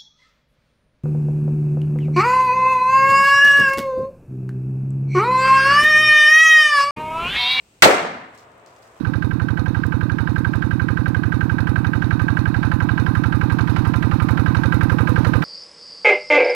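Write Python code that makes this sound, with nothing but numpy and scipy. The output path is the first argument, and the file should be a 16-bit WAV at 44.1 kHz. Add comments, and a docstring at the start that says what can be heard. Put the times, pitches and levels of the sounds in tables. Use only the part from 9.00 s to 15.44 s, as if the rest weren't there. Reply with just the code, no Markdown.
"""A flooded field, open air. A hand tractor ploughs towards the microphone, from 14 m to about 6 m.
Its single-cylinder four-stroke diesel fires once in two turns of the crank: the fuel knocks and rings
the block, the exhaust thumps and hisses, and the intake gulps. Gears and tinwork clatter between the
firings and the cage wheels churn mud. One microphone, on the right channel; faint input noise on the left."""
import sys
import numpy as np
from scipy import signal
from scipy.fft import rfft, irfft, next_fast_len
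from scipy.io import wavfile
from scipy.ndimage import uniform_filter1d

SR = 44100
rng = np.random.default_rng(int(sys.argv[2]) if len(sys.argv) > 2 else 0)


def inscribe(sig):
    """Save sig as 16-bit PCM at rate SR to the path in sys.argv[1].

    A 1-D sig is mono; a 2-D sig holds one channel per row.
    Samples are clipped to [-1, 1] before scaling.
    """
    pcm = np.round(np.clip(np.atleast_2d(sig).T, -1, 1) * 32767)
    wavfile.write(sys.argv[1], SR, pcm.astype(np.int16))


N = 284004
TIME = np.arange(N) / SR


def undb(db):
    """Decibels to gain."""
    return 10 ** (np.asarray(db) / 20)


def level(x, db=0):
    """Scale to an rms level."""
    return x * undb(db) / np.sqrt(np.mean(x ** 2))


def curve(table):
    """Join (time, value) points by straight lines."""
    return np.interp(TIME, *np.transpose(table))


def butter(x, order, hz, kind):
    """Butterworth filter."""
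    return signal.sosfilt(signal.butter(order, hz, kind, fs=SR, output="sos"), x)


def colour(x, spectrum):
    """Shape a sound by (frequency, level) points."""
    hz, db = np.transpose(spectrum)
    size = next_fast_len(N)
    f = np.maximum(np.fft.rfftfreq(size, 1 / SR), 1)
    gain = undb(np.interp(np.log(f), np.log(hz), db))
    return irfft(rfft(x, size) * gain, size)[:N]


def ring(x, hz, width_hz):
    """A resonance: a unit click starts a fading wave of unit height."""
    r = np.exp(-np.pi * width_hz / SR)
    return signal.lfilter([.5, 0, -.5], [1, -2 * r * np.cos(2 * np.pi * hz / SR), r * r], x + 1e-18)


def clicks(times, sizes):
    """Clicks at the given times, each shared between two samples."""
    out, at = np.zeros(N + 1), times * SR
    keep = (at >= 0) & (at < N - 1)
    i, part = at[keep].astype(int), at[keep] % 1
    np.add.at(out, i, sizes[keep] * (1 - part))
    np.add.at(out, i + 1, sizes[keep] * part)
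    return out[:N]


def scatter(spread_db, count):
    """Random gains around 1."""
    return undb(spread_db * rng.standard_normal(count))


def grit(spread_db, size):
    """Noise made of short grains of unequal strength."""
    return rng.standard_normal(N) * np.repeat(scatter(spread_db, N // size + 1), size)[:N]


# crank speed, held by the governor against the drag of the plough: t/s, firing rate/Hz
FIRING_RATE = [(0.0, 11.49), (0.8, 11.427), (2.95, 11.445), (3.65, 11.548), (4.8, 11.393), (5.3, 11.493),
               (6.05, 11.407), (6.44, 11.529)]

def crank(first_firing_s=0.0489):
    """Engine cycles, two turns each; fuel fires at whole numbers, and all angles count from there."""
    cycle = np.cumsum(curve(FIRING_RATE)) / SR
    return cycle - np.interp(first_firing_s, TIME, cycle)


def passes(cycle, degrees):
    """The times at which the crank passes an angle."""
    targets = np.arange(-1, int(cycle[-1]) + 1) + degrees / 720
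    return np.interp(targets, cycle, TIME, left=-1, right=-1)


def burst(cycle, degrees, rise_deg, fall_deg, scatter_db):
    """An envelope that opens at a crank angle and dies away, its height different in every cycle."""
    count, age = np.divmod(720 * (cycle + 2) - degrees, 720)
    size = scatter(scatter_db, int(cycle[-1]) + 5)
    return size[count.astype(int)] * (1 - np.exp(-age / rise_deg)) * np.exp(-age / fall_deg)


def strike(cycle, blows, modes, scatter_db, mode_scatter_db, jitter_deg, rattle_db):
    """Blows in every cycle ring a part; loose joints keep it trembling afterwards."""
    count = int(cycle[-1]) + 2
    force = scatter(scatter_db, count)
    hits = [(passes(cycle, degrees + jitter_deg * rng.standard_normal(count)), force * undb(db))
            for degrees, db in blows]
    rattle = undb(rattle_db) * rng.standard_normal(N)
    rattle *= burst(cycle, blows[0][0], rise_deg=30, fall_deg=293, scatter_db=1)
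    out = 0
    for hz, width, db in modes:
        drive = sum(clicks(times, size * scatter(mode_scatter_db, count)) for times, size in hits)
        out += undb(db) * ring(drive + rattle, hz, width)
    return out


def tinwork(x, ring_s=0.0077):
    """Thin sheet metal adds a short ring of countless small modes."""
    t = TIME[:1024]
    tail = butter(rng.standard_normal(len(t)) * np.exp(-t / ring_s), 2, 2000, "high")
    return x + signal.oaconvolve(x, tail / np.linalg.norm(tail))[:N]


# noise floor of the left channel: f/Hz, level/dB
INPUT_SPECTRUM = [(20, -9), (85, 5), (190, -4), (320, -15), (900, -17), (2000, -39), (6000, -45)]

def input_noise():
    """The input with no microphone on it gives only its own noise."""
    return colour(rng.standard_normal(N), INPUT_SPECTRUM)


# wet mud at the wheels: f/Hz, level/dB
MUD_SPECTRUM = [(400, -13), (1000, 7.5), (2500, -10.5), (5000, -12.5), (8000, -34.5), (15000, -40)]

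def mud(slaps_per_s=7, swell_db=3):
    """The cage wheels churn wet mud in uneven splashes."""
    size = int(SR / slaps_per_s)
    steps = np.repeat(rng.standard_normal(200), size)[:N]
    swell = undb(swell_db * uniform_filter1d(steps, size))
    return colour(grit(2.6, size=16), MUD_SPECTRUM) * swell


# low roar under the beat: f/Hz, level/dB
RUMBLE_SPECTRUM = [(20, -2), (50, -4), (90, 5), (150, -3), (210, -5), (310, -1), (450, -23.5), (700, -26),
                   (2000, -47.5)]

def rumble():
    """Turbulent gas rumbles in the pipes."""
    return colour(rng.standard_normal(N), RUMBLE_SPECTRUM)


# shaken gears and sheet metal: f/Hz, level/dB
CLATTER_SPECTRUM = [(200, -9), (500, -3), (630, -2), (850, 9), (1600, 3), (2050, -15), (2600, -13),
                    (3300, -28), (4100, -16.5), (5200, -47), (7000, -44), (15000, -42)]

def clatter(cycle, steady=0.35):
    """Each firing shakes gears and tinwork, which never quite come to rest."""
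    shake = steady + burst(cycle, 33, rise_deg=29, fall_deg=360, scatter_db=1.5)
    return tinwork(colour(grit(2.6, size=40), CLATTER_SPECTRUM) * shake)


# gas jet at the exhaust valve: f/Hz, level/dB
HISS_SPECTRUM = [(2000, 8.5), (2700, 1), (3300, -7), (3900, -32), (4900, -2), (6200, -7), (7000, -11),
                 (8800, -8.5), (10500, -6), (13000, -8.5), (15500, -18)]

def exhaust_hiss(cycle, steady=0.18):
    """Gas tears through the opening valve; the first sharp puff varies much from stroke to stroke."""
    flow = steady + burst(cycle, 180, rise_deg=15, fall_deg=140, scatter_db=2)
    puff = burst(cycle, 170, rise_deg=8, fall_deg=21, scatter_db=8.5)
    return tinwork(colour(grit(1.5, size=24), HISS_SPECTRUM) * (flow + puff))


def hollow_bark(cycle, hz=490, width_hz=110):
    """Rushing gas makes the cans of silencer and air filter sound hollow."""
    exhaust = burst(cycle, 73, rise_deg=29, fall_deg=112, scatter_db=0.5)
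    intake = 0.99 * burst(cycle, 326, rise_deg=59, fall_deg=61, scatter_db=0.5)
    rush = rng.standard_normal(N) * (exhaust + intake)
    return ring(ring(rush, hz, width_hz), hz, width_hz)


# gas pushes and their pipe resonances: angle/deg, f/Hz, width/Hz, push length/ms, relative pressure
# rows: exhaust opens, suction behind it, intake opens, air filter can, piston draws, intake shuts,
# the pipe's overtone
GAS_PUSHES = [(166.5, 92, 44.6, 0.94, 0.43), (220.3, 121.5, 13.2, 0.61, -0.17),
              (379.16, 297, 23.7, 0.72, 0.46), (351.8, 412, 10.5, 0.3, 0.0091),
              (417.03, 283.9, 15.7, 1.096, 0.61), (596.9, 160.3, 19.5, 0.47, 0.17),
              (583.1, 343, 11.6, 0.69, 0.0726)]

def gas_thump(cycle, scatter_db=0.08, jitter_deg=0.36):
    """Rounded pushes at the valves ring the silencer and the intake pipe."""
    out, ms = 0, np.arange(-256, 257) * 1000 / SR
    for degrees, hz, width, push_ms, pressure in GAS_PUSHES:
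        late, size = rng.standard_normal((int(cycle[-1]) + 2, 2)).T
        push = np.exp(-.5 * (ms / push_ms) ** 2)
        train = clicks(passes(cycle, degrees + jitter_deg * late), pressure * undb(scatter_db * size))
        out += ring(signal.oaconvolve(train, push / push.sum(), "same"), hz, width)
    return butter(out, 2, 48, "high")  # the microphone takes in little of the deepest bass


# igniting fuel: f/Hz, level/dB
CRACK_SPECTRUM = [(600, -2), (1100, 9.5), (1600, 7.5), (2100, -0.5), (2700, -14.5), (3400, -10.5),
                  (4200, -15.5), (5500, -22.5), (7000, -30.5), (15000, -36)]

def ignition_crack(cycle):
    """A short rasp as the fuel ignites."""
    rasp = colour(grit(0.6, size=20), CRACK_SPECTRUM)
    flash = burst(cycle, -11, rise_deg=28, fall_deg=49, scatter_db=1.25)
    return tinwork(rasp * flash)


# combustion, piston slap and its rebound: angle/deg, level/dB
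KNOCK_BLOWS = [(-4, -5.5), (22, -4), (27.5, -8)]
# modes of the engine block and of its side cover: f/Hz, width/Hz, level/dB
BLOCK_MODES = [(887, 28, 5.5), (1024, 9.5, 0), (1224, 14.4, 4.5), (1369.5, 22, 9), (1916, 45, -8.5),
               (1942, 36, 2.5), (2243, 76, 6.5), (2517, 21, -12.5), (2931, 22.5, -8.5)]
COVER_MODES = [(1535, 70, -1), (1582, 62, 0)]

def knock(cycle):
    """Diesel knock in block and cover; oil films soften the blows, and small parts radiate no lows."""
    block = strike(cycle, KNOCK_BLOWS, BLOCK_MODES,
                   scatter_db=0.5, mode_scatter_db=0.5, jitter_deg=0.25, rattle_db=-36.5)
    cover = strike(cycle, KNOCK_BLOWS, COVER_MODES,
                   scatter_db=1.1, mode_scatter_db=0.8, jitter_deg=0.2, rattle_db=-35)
    return butter(block, 5, [680, 3200], "band"), butter(cover, 2, [1200, 2000], "band")


# gas surge into the silencer: angle/deg, level/dB
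CAN_SURGES = [(135, 1)]
# modes of the silencer can: f/Hz, width/Hz, level/dB
CAN_MODES = [(410.3, 10.4, 0), (454.4, 16, 3), (491.6, 10, 0.5), (523.3, 6.4, -7)]

def can_ring(cycle):
    """The first surge of exhaust gas leaves the silencer can humming."""
    hum = strike(cycle, CAN_SURGES, CAN_MODES,
                 scatter_db=1, mode_scatter_db=3, jitter_deg=1.2, rattle_db=-32.5)
    return butter(hum, 3, [360, 580], "band")


# the rocker meets the exhaust valve and bounces: angle/deg, level/dB
ROCKER_TAPS = [(176, 0.5), (191, 4.5)]
# modes of the valve gear: f/Hz, width/Hz, level/dB
ROCKER_MODES = [(2490, 35, 10.5), (3746, 100, 7.5), (4180, 100, 2.5), (4380, 63, -13), (5630, 130, -5.5),
                (6300, 45, -10.5), (8230, 98, -12), (10960, 250, 19)]

def valve_ping(cycle):
    """The rocker rings as it opens the exhaust valve."""
    ping = strike(cycle, ROCKER_TAPS, ROCKER_MODES,
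                  scatter_db=3, mode_scatter_db=2.5, jitter_deg=2.03, rattle_db=-22.5)
    return butter(ping, 3, [3000, 7500], "band")


# stray hard blows of the rocker: t/s, relative level/dB
HARD_BLOWS = [(0.157, -41), (0.5945, -32), (0.6814, -41), (2.081, -35), (2.605, -33.5), (4.2373, -36),
              (4.9591, -34), (6.247, -40)]

def hard_taps(gain_db=-1):
    """Now and then the rocker strikes the valve harder and a bright ping stands out."""
    times, db = np.transpose(HARD_BLOWS)
    blows = clicks(times, undb(db))
    ping = sum(undb(mode_db) * ring(blows, hz, width) for hz, width, mode_db in ROCKER_MODES)
    ping = butter(ping, 3, [3400, 7500], "band")
    return ping * undb(db.max() + gain_db) / np.abs(ping).max()


# sharp spits from the exhaust: t/s, relative level/dB
EXHAUST_SPITS = [(0.8656, -39), (4.958, -44.5), (5.3082, -38), (5.7422, -37), (6.0914, -38)]

def spits(fade_s=0.0032, gain_db=-3):
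    """Now and then the exhaust spits a short bright tick."""
    times, db = np.transpose(EXHAUST_SPITS)
    onsets = clicks(times, undb(db + gain_db))
    envelope = signal.lfilter([1], [1, -np.exp(-1 / (fade_s * SR))], onsets + 1e-18)
    return butter(envelope * rng.standard_normal(N), 2, 4500, "high")


def nearing(db_per_halving, start_m=13.8, speed_m_s=1.27):
    """Gain, 1 at the start, as the tractor comes straight at the microphone at a walking pace."""
    distance = np.maximum(start_m - speed_m_s * TIME, 1)
    return undb(db_per_halving * np.log2(start_m / distance))


# at the microphone during the approach: t/s, level/dB
METAL_LEVEL = [(0, -43), (2.7, -39), (6.44, -34)]  # block and clatter
COVER_LEVEL = [(0, -37.5), (2, -32), (3.3, -31.5), (4.4, -33.5), (4.75, -40.5), (5.17, -42), (5.45, -33.5),
               (6.44, -32)]  # fades for a moment about 7.5 m out
BARK_LEVEL = [(0, -48.5), (4.6, -51.5), (6.44, -37.5)]  # the hollow silencer, strongest close by

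def scene():
    """The crank times the engine's beat, which grows as the tractor nears the microphone."""
    cycle = crank()
    roar = level(rumble(), -38)
    block, cover = knock(cycle)
    chug = level(gas_thump(cycle), -22.5) + roar + level(valve_ping(cycle), -56.5)
    rasp = level(ignition_crack(cycle), -46.5) + level(exhaust_hiss(cycle), -59.5) + level(mud(), -53.5)
    metal = level(block) + level(clatter(cycle))
    bark = level(hollow_bark(cycle)) + level(can_ring(cycle), -0.5)
    # the deep thump carries further over the water than the treble
    microphone = nearing(3.5) * chug + nearing(8.5) * rasp + spits() + hard_taps()
    for sound, levels in (metal, METAL_LEVEL), (level(cover), COVER_LEVEL), (bark, BARK_LEVEL):
        microphone += undb(curve(levels)) * sound
    return np.array([level(input_noise(), -86.5), microphone])


def record(dry, gain_db=6, top_hz=15700):
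    """The recorder amplifies and cuts the top."""
    return signal.sosfilt(signal.ellip(8, .2, 70, top_hz, fs=SR, output="sos"), undb(gain_db) * dry)


dry = scene()
out = record(dry)
inscribe(out)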